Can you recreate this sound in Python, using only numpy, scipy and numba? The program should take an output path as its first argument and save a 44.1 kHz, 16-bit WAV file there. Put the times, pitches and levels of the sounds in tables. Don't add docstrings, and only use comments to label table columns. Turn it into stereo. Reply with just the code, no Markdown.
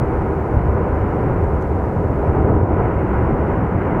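import sys
import numpy as np
from scipy import signal
from scipy.fft import rfft, irfft
from scipy.io import wavfile
from numba import njit

SR = 44100
rng = np.random.default_rng(int(sys.argv[2]) if len(sys.argv) > 2 else 0)


def store_pcm(level_fs):
    pcm = np.round(np.clip(level_fs, -1, 1) * 32767).astype(np.int16)
    wavfile.write(sys.argv[1], SR, np.atleast_2d(pcm).T)


N = 176400

# frequency in Hz, relative density in dB.
JET_SPECTRUM = [(60, -22), (110, -8), (170, 0.5), (260, -2.5), (330, -1), (480, -1.5), (600, -5.5),
                (950, -9.5), (1150, -15.5), (1450, -19.5), (1700, -23.5), (2100, -25), (2600, -36),
                (2900, -39), (3250, -49.5), (4200, -73.5), (7000, -120)]
# centre in Hz, width in Hz, lift in dB.
CRATER_MODES = [(311, 22, 3.5), (393, 36.5, 4.5), (493, 15, 1), (763, 35, 3.5), (989, 85, 4.5),
                (1275, 110, 4.5), (1456, 92, 5), (1620, 70, 3)]
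# frequency in Hz, side minus mid in dB.
SLOPE_SCATTER = [(100, -46), (450, -25.5), (750, -16), (1200, -13), (2000, -10.5), (3000, -10)]
# time in seconds, relative level in dB.
JET_FORCE = [(0, -0.5), (.45, -1.5), (.82, 2.5), (1.02, -0.1), (1.3, .4), (1.8, -1.44), (2.12, -1.3),
             (2.35, 2.8), (2.55, 6), (2.68, 5), (2.8, 6.5), (2.97, 1.5), (3.2, 2.4), (3.5, 2.65),
             (3.75, 1.5), (3.92, 3.5), (4, 2.5)]
# time in seconds, gain in dB.
JET_TREBLE = [(0, .5), (.8, -.3), (1.05, 2), (1.5, -1), (2.1, -1.2), (2.35, -1), (2.62, -5.5), (2.8, -.5),
              (3.0, 3.2), (3.3, 0.5), (3.7, 2.5), (4, 3.5)]
# frequency in Hz, relative density in dB.
RUMBLE_SPECTRUM = [(12, -25.5), (22, -12.5), (38, -5.5), (55, -2.5), (72, 3.5), (86, 0.5), (100, -1),
                   (130, -3.5), (165, -13), (260, -29), (600, -67.5), (3000, -130)]
# time in seconds, relative level in dB.
CONDUIT_PRESSURE = [(0, 2), (.45, -4.5), (.57, 4), (.67, 2), (.75, 1.5), (1.0, -0.5), (1.35, 1),
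                    (1.87, -3.5), (1.97, -1.5), (2.2, -1), (2.55, 6), (2.85, 5), (3.03, -2), (3.24, 4.5),
                    (3.4, 0), (3.55, 0.5), (3.8, -4), (4, -1)]
# frequency in Hz, relative density in dB.
HISS_SPECTRUM = [(1000, 0), (4000, 0), (7000, -3), (11000, -5.5), (15500, -9.5)]
# centre in seconds, half-width in seconds, relative level in dB, left minus right in dB.
PORT_GUSTS = [(0.404, 0.087, -8.5, 2), (0.522, .035, -5, 1), (.83, 0.048, 2.5, 6), (1.178, 0.052, 2, 6.5),
              (1.358, .035, -0.5, 1), (1.66, 0.035, -1.5, 5), (1.994, 0.044, 2.5, 2),
              (2.357, .04, -5.5, 0.5), (2.54, .03, 6, 6), (2.835, 0.056, 2.5, 2), (3.074, 0.077, -4, 0),
              (3.331, 0.052, 3, -5), (3.535, 0.046, 5, -5), (3.615, 0.041, 8.5, 12.5),
              (3.745, 0.029, 6, 11), (3.955, 0.091, 6.5, -1)]
# frequency in Hz, relative density in dB.
BUFFET_SPECTRUM = [(15, -22.5), (45, -10.5), (90, -1), (180, -1.5), (260, -7), (380, -19.5), (520, -22.5),
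                   (900, -38.5), (2500, -78.5), (6000, -130)]
# peak time in seconds, envelope peak in dB.
GAS_BURSTS = [(0.715, -14.5), (.752, -15.5), (1.32, -11), (1.432, -12), (1.969, -14), (2.053, -9.5),
              (2.298, -8.5), (2.452, -5), (2.544, -4), (2.634, -3), (3.195, -14.5), (3.428, -11.5)]
# start in seconds, relative level in dB.
NEAR_TICKS = [(.7744, -53), (1.439, -43), (1.613, -45), (1.624, -41.5)]
# frequency in Hz, relative density in dB.
TICK_SPECTRUM = [(1500, -22), (3500, -2), (6500, 0), (10000, -9), (15000, -15)]
# frequency in Hz, right lead in radians, right minus left in dB.
PORT_RESPONSE = [(30, 0.3, -0.5), (90, .2, 0.8), (300, .03, 0.4), (550, .12, 0.4), (1000, 0.27, 0.5),
                 (2000, 0.58, 2), (3000, 0.76, 2)]

TIME_S = np.arange(N) / SR
FREQ_HZ = np.maximum(np.arange(N // 2 + 1) * SR / N, 1)


def undb(db):
    return 10 ** (np.asarray(db) / 20)


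def curve(rows):
    return np.interp(TIME_S, *np.array(rows).T)


def colour(rows):
    hz, db = np.array(rows).T
    return undb(np.interp(np.log(FREQ_HZ), np.log(hz), db))


def noise(gain):
    x = irfft(gain * np.exp(2j * np.pi * rng.random(len(gain))), N)
    return x / x.std()


def filtered(x, gain):
    return irfft(rfft(x) * gain, N)


def drift(rate_hz):
    return noise(np.exp(-.5 * (FREQ_HZ / rate_hz) ** 2))


def gas_jet(level_db=-20.5, flutter_db=0.34, flicker_db=0.28, low_hz=560, treble_hz=1150):
    crater_db = sum(db / (1 + (2 * (FREQ_HZ - hz) / width_hz) ** 2) for hz, width_hz, db in CRATER_MODES)
    spectrum = colour(JET_SPECTRUM) * undb(crater_db)
    mid = noise(spectrum)
    side = filtered(noise(spectrum), colour(SLOPE_SCATTER))
    pair = np.array([mid + side, mid - side])
    low = 1 / (1 + (FREQ_HZ / low_hz) ** 6)
    high = 1 / (1 + (treble_hz / FREQ_HZ) ** 6)
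    force_db = curve(JET_FORCE)
    bands = [(low, 1.12 * force_db),
             (1 - low - high, 0.94 * force_db),
             (high, force_db + curve(JET_TREBLE))]
    roar = sum(filtered(pair, band) * undb(db + flicker_db * drift(rate_hz=12)) for band, db in bands)
    return roar * undb(level_db + flutter_db * drift(rate_hz=14))


def conduit_rumble(level_db=-19.5, throb_db=0.9, side_db=-20.5):
    mid = noise(colour(RUMBLE_SPECTRUM))
    side = undb(side_db) * noise(colour(RUMBLE_SPECTRUM))
    envelope_db = level_db + curve(CONDUIT_PRESSURE) + throb_db * drift(rate_hz=14)
    return np.array([mid + side, mid - side]) * undb(envelope_db)


def recorder_hiss(level_db=-59.5, common_db=-15):
    spectrum = colour(HISS_SPECTRUM)
    separate = np.array([noise(spectrum) for _ in range(2)])
    return undb(level_db) * (separate + undb(common_db) * noise(spectrum))


def wind_buffets(level_db=-23, breeze_db=-12.5, eddy_db=1.5):
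    sides = np.array([[.5], [-.5]])
    gust_power = sum(undb(db + pan_db * sides) ** 2 * np.exp(-((TIME_S - at_s) / half_width_s) ** 2)
                     for at_s, half_width_s, db, pan_db in PORT_GUSTS)
    spectrum = colour(BUFFET_SPECTRUM)
    eddies = np.array([noise(spectrum) * undb(eddy_db * drift(rate_hz=32)) for _ in range(2)])
    return eddies * np.sqrt(undb(breeze_db) ** 2 + gust_power) * undb(level_db)


def gas_bursts(centre_hz=96, swell_s=0.0046, decay_s=0.011):
    thuds = np.zeros(N)
    for at_s, db in GAS_BURSTS:
        pitch_hz = centre_hz * rng.normal(1, 0.034)
        phase_rad = rng.normal(0, .5)
        age_s = TIME_S - at_s
        envelope = np.exp(-.5 * (np.minimum(age_s, 0) / swell_s) ** 2 - np.maximum(age_s, 0) / decay_s)
        thuds -= undb(db) * envelope * np.sin(2 * np.pi * pitch_hz * age_s + phase_rad)
    return thuds


def ticks(decay_s=.0015):
    envelope = sum(undb(db) * (TIME_S >= at_s) * np.exp(-np.abs(TIME_S - at_s) / decay_s)
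                   for at_s, db in NEAR_TICKS)
    return noise(colour(TICK_SPECTRUM)) * envelope / 2


def at_ports(pair):
    hz, lead_rad, db = np.array(PORT_RESPONSE).T
    lead_rad, db = (np.interp(np.log(FREQ_HZ), np.log(hz), column) for column in (lead_rad, db))
    right = undb(db / 2) * np.exp(.5j * lead_rad)
    return filtered(pair, np.array([1 / right, right]))


def scene():
    vent = gas_jet() + conduit_rumble() + gas_bursts()
    return at_ports(vent) + wind_buffets() + ticks() + recorder_hiss()


@njit
def follow_level(x, level, attack_s, release_s):
    levels = np.empty(len(x))
    for i in range(len(x)):
        lag_s = attack_s if x[i] > level else release_s
        level += (x[i] - level) / (lag_s * SR)
        levels[i] = level
    return levels


def record(dry):
    threshold, ratio, cutoff_hz = float(undb(-13.5)), 2.67, 15740
    level = follow_level(np.abs(dry).max(axis=0), threshold, attack_s=0.03, release_s=0.2)
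    gain = np.minimum(threshold / level, 1) ** (1 - 1 / ratio)
    lowpass = signal.ellip(10, .1, 80, cutoff_hz, fs=SR, output="sos")
    return signal.sosfilt(lowpass, dry * gain)


dry = scene()
out = record(dry)
store_pcm(out)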